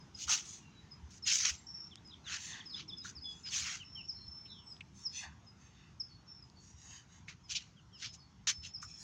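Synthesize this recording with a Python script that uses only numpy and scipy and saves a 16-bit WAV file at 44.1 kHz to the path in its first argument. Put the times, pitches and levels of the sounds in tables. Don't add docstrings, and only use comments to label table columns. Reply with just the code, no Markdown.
import sys
import numpy as np
from scipy import signal
from scipy.fft import rfft, irfft
from scipy.io import wavfile
from scipy.ndimage import uniform_filter1d, map_coordinates

SR = 44100
rng = np.random.default_rng(int(sys.argv[2]) if len(sys.argv) > 2 else 0)


def inscribe(sig):
    pcm = np.round(np.clip(np.atleast_2d(sig).T, -1, 1) * 32767)
    wavfile.write(sys.argv[1], SR, pcm.astype(np.int16))


N = 398214
TIME_S, FREQS_HZ = np.arange(N) / SR, np.fft.rfftfreq(N, 1 / SR)
CONTROL_S = TIME_S[::16]

# frequency in Hz, relative density in dB.
TRAFFIC_SPECTRUM = [(13, -42), (22, -30.5), (56, -1), (80, 5), (183, 0.5), (232, -9.5), (332, -12),
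                    (520, -23.5), (680, -62), (1140, -120)]
# frequency in Hz, relative density in dB.
AIR_SPECTRUM = [(15, -39), (25, -9), (76, 11), (195, -12), (575, -20.5), (887, -12.5), (1440, -16.5),
                (1650, -19.5), (3430, -22.5), (3920, -24.5), (4490, -24.5), (5280, -22), (6560, -21.5),
                (8360, -44), (16000, -58)]
# frequency in Hz, 60 dB decay time in seconds.
TAIL_T60 = [(300, .5), (2000, 0.39), (5000, 0.26), (12000, 0.76)]
# start and length in seconds, starting pitch in Hz, level in dB.
BIRD_CHIPS = [(0.002, 0.032, 5260, -60.5), (0.146, 0.019, 5140, -46), (0.909, 0.037, 5200, -50),
              (1.223, 0.036, 5600, -44.5), (2.044, 0.073, 5200, -56.5), (2.653, 0.041, 5400, -48.5),
              (2.686, 0.12, 5240, -49.5), (2.878, 0.034, 5700, -46.5), (2.965, 0.07, 5210, -47.5),
              (3.21, 0.076, 5120, -47), (3.432, 0.073, 5200, -45), (4.083, 0.0343, 5820, -39.5),
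              (4.707, 0.032, 5260, -48), (5.049, 0.037, 5870, -35.5), (5.46, 0.056, 5230, -59.5),
              (5.997, 0.029, 5730, -37), (6.417, 0.032, 5200, -57), (7.434, 0.048, 5450, -63.5),
              (7.495, 0.021, 5850, -44.5), (7.929, 0.061, 5730, -57.5), (8.174, 0.067, 5230, -64.5),
              (8.735, 0.04, 5800, -42)]
# start and length in seconds, starting pitch in Hz, level in dB.
BIRD_SLURS = [(1.911, 0.032, 3630, -54.5), (2.101, 0.028, 4120, -59), (2.132, 0.015, 3800, -54),
              (2.24, 0.031, 4200, -59), (2.264, 0.033, 3700, -47.5), (2.529, 0.018, 3760, -49.5),
              (2.602, 0.016, 3690, -47), (2.691, 0.029, 5120, -52.5), (2.725, 0.018, 4280, -51.5),
              (2.894, 0.029, 3850, -52.5), (3.151, 0.046, 5450, -50), (3.47, 0.044, 5160, -50),
              (3.517, .037, 3600, -47), (3.795, 0.044, 3240, -51), (3.953, 0.07, 3230, -50),
              (7.766, 0.042, 3360, -65.5), (7.924, .06, 3290, -63.5)]
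# start and length in seconds, starting pitch in Hz, level in dB.
BIRD_FLICKS = [(1.968, .022, 3100, -60.5), (2.117, 0.0173, 3000, -57), (2.565, 0.0197, 2950, -59),
               (2.752, 0.049, 3500, -53)]
# start and length in seconds, final pitch in Hz, relative level in dB.
BIRD_WHISTLES = [(0.622, 0.068, 2766, -68.5), (0.715, 0.12, 3920, -73), (1.552, 0.066, 7400, -70),
                 (2.741, 0.016, 3480, -43.5), (2.921, 0.033, 3460, -46), (3.015, 0.068, 3800, -57),
                 (3.238, 0.11, 3390, -46), (3.27, .08, 4990, -56), (4.133, 0.13, 4260, -66.5),
                 (4.637, 0.093, 7780, -79), (6.086, 0.083, 4400, -66), (6.557, 0.065, 4440, -68.5),
                 (8.191, 0.069, 4430, -69.5)]
# start, length and rise in seconds, starting pitch and fall in Hz,
# relative level in dB, pitch swing in Hz.
BIRD_TRILLS = [ (1.665, 0.077, .008, 5470, 80, -46.5, 150), (1.736, 0.16, 0.0054, 5430, 50, -44, 150),
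               (3.827, 0.23, 0.055, 5360, 10, -52, 85), (3.933, 0.43, 0.026, 5397, 60, -51, 90),
               (4.233, 0.31, 0.038, 5326, 4, -48.5, 14), (4.468, 0.19, 0.031, 4090, 1260, -51.5, 340),
               (4.482, 0.29, 0.024, 5395, 8, -58.5, 20), (4.658, 0.062, 0.019, 5370, 5, -47.5, 14),
               (5.0, .09, .05, 5540, 120, -49, 30), (6.26, .17, .05, 5400, 60, -52, 100),
               (7.966, .21, 0.1, 5270, 135, -51, 100), (8.51, .24, .02, 5272, 5, -52, 14),
               (8.76, 0.28, 0.027, 5335, 19, -53.5, 120), (8.87, .3, .1, 5335, 5, -50, 25), ]
# start in seconds, level in dB.
LANDINGS = [(0.259, -49), (1.028, -45), (1.509, -47), (3.159, -50.5), (3.611, -50), (4.277, -50.5),
            (5.254, -53.5), (6.739, -52), (7.52, -55.5), (8.578, -52), (8.86, -55)]
# frequency in Hz, relative density in dB.
SWISH_SPECTRUM = [(450, -33), (750, -9), (1300, -5.5), (1900, -1.5), (2800, 0), (4500, -2.5), (5400, -9.5),
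                  (6400, -1.5), (7200, -10.5), (8200, -24.5), (11000, -38.5), (13500, -73), (15500, -29)]
# time and delay in seconds, gain from 0 to 1.
GROUND_ECHO = [(.5, 0.00118, 0.25), (2.46, 0.00111, 0.7), (5.16, 0.00114, 1), (5.28, 0.00111, 1),
               (6.93, 0.001045, 0.75), (8.95, 0.0012, 0.8)]
# fastest moment, rise and fall in seconds, relative rustle level in dB,
# low flutter and hiss in dB re rustle.
ARM_SWEEPS = [ (0.49, 0.12, 0.21, -59.5, -13, 13.5), (2.47, 0.16, 0.13, -55.5, -6, 10),
              (2.55, 0.13, 0.16, -54, -1, -16), (3.32, 0.067, 0.38, -74, -20, 14.5),
              (5.0, .08, .1, -73.5, -12, 17.5), (5.185, 0.096, 0.11, -50, -14, 3),
              (5.234, 0.045, 0.072, -53.5, 5.5, -3), (5.27, 0.051, 0.14, -68, 12.5, -23),
              (5.64, 0.12, 0.17, -74, 1, 5), (5.81, 0.24, 0.21, -69.5, -3, -18),
              (6.69, 0.16, 0.13, -77.5, 0, 18), (6.84, 0.14, 0.1, -71, 4, 13),
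              (6.939, 0.16, 0.15, -61, 0, 7), (7.15, 0.11, 0.14, -69.5, 3, 4.5),
              (8.899, 0.053, 0.23, -66.5, -18, 7), (9.02, 0.075, .12, -71, 6.5, 22), ]
# start in seconds,
# relative level in dB, centre frequency in Hz, decay in seconds.
TICKS = [(0.279, -45, 1320, 0.056), (.298, -49.5, 850, 0.044), (.303, -32, 6000, 0.0025),
         (1.325, -26, 5500, 0.0024), (1.45, -32, 2500, 0.012), (1.957, -30, 4850, 0.00027),
         (2.076, -50, 7100, 0.00047), (2.984, -52, 6040, 0.002), (3.048, -48, 1505, 0.029),
         (4.458, -57, 2950, 0.01), (4.766, -47, 3750, 0.0011), (4.807, -37, 2540, 0.0044),
         (5.038, -48, 6350, 0.0019), (6.5, -44, 4480, 0.00026), (7.283, -46, 2220, 0.01),
         (8.475, -39, 4430, 0.011), (8.828, -46, 1280, 0.012)]
# frequency in Hz, relative density in dB.
SCRAPE_SPECTRUM = [(260, -74), (450, -57), (674, -32), (806, -35), (1380, -15.5), (1810, -15), (2870, 3),
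                   (3430, 1.5), (4630, 0.5), (4990, -3), (6240, -1), (6830, -3.5), (8290, -24),
                   (13200, -47.5), (16000, -30.5)]
# start, rise, hold and release in seconds, rasp level in dB,
# body and hiss in dB re rasp.
SOLE_PUSHES = [ (0.156, 0.079, 0.014, 0.026, -50, -25, 4), (0.272, 0.044, 0.024, 0.085, -38, -9.5, 4.5),
               (1.099, 0.0098, 0.074, 0.027, -72, -6, 11), (1.254, 0.025, 0.029, 0.17, -37, -13, 0.5),
               (1.302, 0.044, .012, 0.14, -47.5, -5, 14.5), (1.377, 0.026, .005, 0.087, -44, -8, 2.5),
               (1.415, 0.028, 0.024, 0.055, -45, -2, -2), (1.448, 0.0039, 0.0028, 0.0098, -35, -8, 0),
               (1.461, .025, .017, 0.022, -39.5, -8, 3), (1.493, 0.043, 0.0046, 0.083, -58, -9.5, 4),
               (2.255, 0.076, 0.032, 0.044, -46.5, -0.5, -3.5), (2.37, 0.034, 0.13, 0.2, -56.5, -16, -1.5),
               (2.738, 0.065, 0.0056, 0.039, -49.5, -12, -25), (3.029, 0.023, 0.044, 0.051, -61, -10, 7.5),
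               (3.444, 0.03, 0.012, 0.037, -51.5, -9.5, -16), (3.496, 0.063, 0.054, 0.1, -43.5, -9, 3.5),
               (3.608, 0.063, 0.077, 0.075, -49, -1, 0.5), (7.274, 0.019, 0.009, 0.051, -55, 0.5, -8),
               (7.488, 0.029, 0.007, 0.042, -44, -17, -3), (7.545, 0.017, 0.0053, 0.032, -35, -40, -14),
               (7.562, .015, 0.0038, 0.13, -56.5, -10, -6), (7.976, 0.057, .01, .04, -54, -12, -4),
               (8.015, 0.012, 0.033, 0.048, -46, -11.5, -13.5), (8.123, .018, .008, 0.038, -63, -23, 3),
               (8.47, 0.0033, 0.029, 0.033, -37, -7.5, 0.5), (8.618, 0.039, 0.013, 0.043, -52.5, -15, -5),
               (8.813, 0.017, 0.0024, 0.045, -67.5, 2, 17), ]


def amp(db):
    return 10 ** (np.asarray(db) / 20)


def unit(x):
    return x / np.sqrt(np.mean(x ** 2) + 1e-20)


def lookup(table, hz):
    table_hz, values = np.transpose(table)
    return np.interp(np.log(hz + 1), np.log(table_hz + 1), values)


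def shaped(x, gain):
    return irfft(rfft(x) * gain, N)


def highpass(hz, order=8):
    ratio = (FREQS_HZ / hz) ** order
    return ratio / np.sqrt(1 + ratio ** 2)


def lowpass(hz, order=8):
    return 1 / np.sqrt(1 + (FREQS_HZ / hz) ** (2 * order))


def band_rms(x, low_hz, high_hz):
    return np.std(shaped(x, (FREQS_HZ > low_hz) & (FREQS_HZ < high_hz)))


def wander(hz):
    return unit(shaped(rng.standard_normal(N), lowpass(hz, order=2)))


def add(mix, start_s, sound):
    part = mix[max(round(start_s * SR), 0):][:len(sound)]
    part += sound[:len(part)]


def mottled(x, depth_db, span_s, span_hz):
    hz, t, spectra = signal.stft(x, SR, nperseg=512, noverlap=384)
    field = rng.standard_normal(spectra.shape)
    for axis, width in enumerate((span_hz / hz[1], span_s / t[1])):
        for _ in range(2):
            field = uniform_filter1d(field, max(round(width), 1), axis=axis)
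    return signal.istft(spectra * amp(depth_db * unit(field)), SR, nperseg=512, noverlap=384)[1][:N]


def traffic(fade_db_per_s=0.78, pass_s=2.95, pass_width_s=0.5, pass_db=5):
    rumble = unit(shaped(rng.standard_normal(N), amp(lookup(TRAFFIC_SPECTRUM, FREQS_HZ)) * lowpass(473)))
    drone = shaped(rumble, lowpass(222)) * amp(-61.5 + 1.65 * wander(6.9))
    roar = shaped(rumble, highpass(224)) / band_rms(rumble, 214, 480)
    swell_db = pass_db * np.exp(-((TIME_S - pass_s) / pass_width_s) ** 2)
    return drone + roar * amp(-69 - fade_db_per_s * TIME_S + swell_db)


def air(fade_db_per_s=0.49):
    noise = mottled(rng.standard_normal(N), depth_db=2.2, span_s=0.056, span_hz=260)
    hush = shaped(noise, amp(lookup(AIR_SPECTRUM, FREQS_HZ)) * highpass(386))
    level_db = -73.5 - fade_db_per_s * TIME_S + 0.08 * wander(6.7)
    return amp(level_db) * hush / band_rms(hush, 530, 1013)


def scatter(x, onset_s, early_db, early_s, echoes_per_s=2000):
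    taps = rng.standard_normal(SR) * (rng.random(SR) < echoes_per_s / SR)
    hz, t, spectra = signal.stft(taps, SR, nperseg=256)
    decay = amp(-60 * t / lookup(TAIL_T60, hz)[:, None]) + amp(early_db) * np.exp(-t / early_s)
    fade_in = np.clip(t / onset_s - 0.5, 0, 1)
    response = signal.istft(spectra * decay * fade_in, SR, nperseg=256)[1]
    return signal.fftconvolve(x, response / np.linalg.norm(response))[:N]


def bird_note(length_s, pitches_hz, db, taper):
    progress = np.linspace(0, 1, round(length_s * SR))
    hz = np.polyval(np.polyfit([0, 0.5, 1], pitches_hz, 2), progress)
    envelope = np.abs(np.sin(np.pi * progress ** 0.87)) ** taper
    return amp(db) * np.sqrt(2) * envelope * np.sin(2 * np.pi * np.cumsum(hz) / SR)


def bird_chirps(chip_end_hz=5016, far_below_db=-58):
    near, far = np.zeros((2, N))
    for start_s, length_s, hz, db in BIRD_CHIPS:
        middle_hz = chip_end_hz + 0.22 * (hz - chip_end_hz)
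        add(near, start_s, bird_note(length_s, (hz, middle_hz, chip_end_hz), db, taper=1.1))
    for start_s, length_s, hz, db in BIRD_SLURS:
        add(near, start_s, bird_note(length_s, (hz, 0.91 * hz, 0.78 * hz), db, taper=0.74))
    for start_s, length_s, hz, db in BIRD_FLICKS:
        add(near, start_s, bird_note(length_s, (hz, 1.14 * hz, 1.28 * hz), db, taper=0.77))
    for start_s, length_s, hz, db in BIRD_WHISTLES:
        note = bird_note(length_s, (1.031 * hz, hz, hz), db, taper=0.83)
        add(far if db < far_below_db else near, start_s, note)
    far *= unit(1.4 + wander(80))
    near *= amp(2 * wander(120))
    return near + 1.53 * far + 1.33 * scatter(far, onset_s=0.0039, early_db=-6, early_s=0.017)


def bird_trills(buzz_hz=125, flutter_db=5.5, half_band_hz=260):
    out = np.zeros(N)
    rate_hz = buzz_hz * (1 + 0.082 * wander(30))
    swing = np.sin(2 * np.pi * np.cumsum(rate_hz) / SR) + 0.2 * wander(160)
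    throat = signal.butter(5, half_band_hz, fs=SR, output="sos")
    for start_s, length_s, rise_s, top_hz, fall_hz, db, swing_hz in BIRD_TRILLS:
        on = (TIME_S >= start_s) & (TIME_S < start_s + length_s)
        t = TIME_S[on] - start_s
        envelope = np.minimum(t / rise_s, 1) * np.abs(np.cos(np.pi / 2 * t / length_s)) ** 0.8
        buzz = signal.sosfilt(throat, np.exp(2j * np.pi * np.cumsum(swing_hz * swing[on]) / SR))
        carrier = np.exp(2j * np.pi * np.cumsum(top_hz - fall_hz * t / length_s) / SR)
        out[on] += amp(db) * np.sqrt(2) * envelope * (buzz * carrier).real
    return out * unit(amp(flutter_db * np.tanh(wander(45))))


def footfalls(rise_s=0.014, thud_hz=73.7):
    out, t = np.zeros(N), np.arange(SR // 4) / SR
    thud = t / rise_s * np.exp(1 - t / rise_s) * np.sin(2 * np.pi * thud_hz * t)
    for start_s, db in LANDINGS:
        add(out, start_s, amp(db) * thud)
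    return out


def friction(texture, strokes_db, mid_band_hz):
    filters = lowpass(1962), highpass(2020) * lowpass(6470), highpass(5660)
    bands_hz = (700, 2000), mid_band_hz, (5800, 9000)
    levels = np.sqrt(np.sum(amp(np.maximum(strokes_db, -200)) ** 2, axis=0))
    return sum(shaped(texture, gain) * np.interp(TIME_S, CONTROL_S, level) / band_rms(texture, *band_hz)
               for gain, level, band_hz in zip(filters, levels, bands_hz))


def sweep_db(peak_s, rise_s, fall_s, depth_db=39):
    t = CONTROL_S - peak_s
    return -depth_db * np.maximum(-t / rise_s, t / fall_s) ** 2.08


def sleeves(dull_hz=8500, flutter_lag_s=0.0067, hiss_lead_s=0.004):
    noise = rng.standard_normal(N) * amp(1.2 * wander(90))
    folds = mottled(noise, depth_db=2.8, span_s=0.06, span_hz=260)
    swish = shaped(folds, amp(lookup(SWISH_SPECTRUM, FREQS_HZ)) * lowpass(dull_hz, order=1))
    times_s, delays_s, gains = np.transpose(GROUND_ECHO)
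    delayed_s = TIME_S - np.interp(TIME_S, times_s, delays_s)
    echo = np.interp(TIME_S, times_s, gains) * map_coordinates(swish, [delayed_s * SR], order=3)
    strokes_db = [[rustle_db + flutter_db + sweep_db(peak_s + flutter_lag_s, rise_s, fall_s),
                   rustle_db + sweep_db(peak_s, rise_s, fall_s),
                   rustle_db + hiss_db + sweep_db(peak_s - hiss_lead_s, rise_s, fall_s)]
                  for peak_s, rise_s, fall_s, rustle_db, flutter_db, hiss_db in ARM_SWEEPS]
    return friction(swish + echo, strokes_db, mid_band_hz=(2000, 3300))


def ticks(half_width_octaves=0.16, ring_gain=0.25, fizz_gain=0.03):
    out, t = np.zeros(N), np.arange(4096) / SR
    hz = np.fft.rfftfreq(len(t), 1 / SR)
    for start_s, db, centre_hz, decay_s in TICKS:
        resonance = 1 / (1 + (np.log2((hz + 1) / centre_hz) / half_width_octaves) ** 2)
        burst = unit(irfft(rfft(rng.standard_normal(len(t))) * resonance))
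        ring = np.sin(2 * np.pi * centre_hz * t) * np.exp(-centre_hz * t / 5)
        add(out, start_s, amp(db) * (burst + ring_gain * ring) * np.exp(-t / decay_s))
    return shaped(out, highpass(730) * (lowpass(8600, order=14) + fizz_gain))


def push_db(start_s, rise_s, hold_s, release_s, depth_db=23, sag_db_per_s=12):
    t = CONTROL_S - start_s
    attack = np.maximum(1 - t / rise_s, 0) ** 2
    release = np.maximum(t - rise_s - hold_s, 0) / release_s
    return -depth_db * (attack + release) - sag_db_per_s * np.clip(t - rise_s, 0, hold_s)


def soles(slips_per_s=3000, spread_db=2, judder_db=1.2):
    sizes = amp(spread_db * np.minimum(rng.exponential(1, N), 4))
    slips = sizes * rng.choice([-1, 1], N) * (rng.random(N) < slips_per_s / SR)
    drive = (unit(slips) + 0.7 * rng.standard_normal(N)) * amp(judder_db * wander(68))
    contact = mottled(drive, depth_db=2.8, span_s=0.02, span_hz=300)
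    scrape = shaped(contact, amp(lookup(SCRAPE_SPECTRUM, FREQS_HZ)) * highpass(600))
    strokes_db = [push_db(*timing_s) + rasp_db + np.array([[body_db], [0], [hiss_db]])
                  for *timing_s, rasp_db, body_db, hiss_db in SOLE_PUSHES]
    return friction(scrape, strokes_db, mid_band_hz=(2200, 4700))


def scene():
    mover = soles() + amp(-4) * sleeves() + ticks()
    birds = bird_chirps() + amp(-2) * bird_trills()
    court_echo = amp(-32.5) * scatter(mover, onset_s=0.028, early_db=11, early_s=0.058)
    tree_echo = amp(-8.5) * scatter(birds, onset_s=0.0059, early_db=12, early_s=0.028)
    return (mover + birds + court_echo + tree_echo + footfalls() + traffic() + air())[None]


def record(dry):
    taps = signal.firwin(511, 15900, window=("kaiser", 9), fs=SR)
    return signal.oaconvolve(dry, taps[None], "same")


dry = scene()
out = record(dry)
inscribe(out)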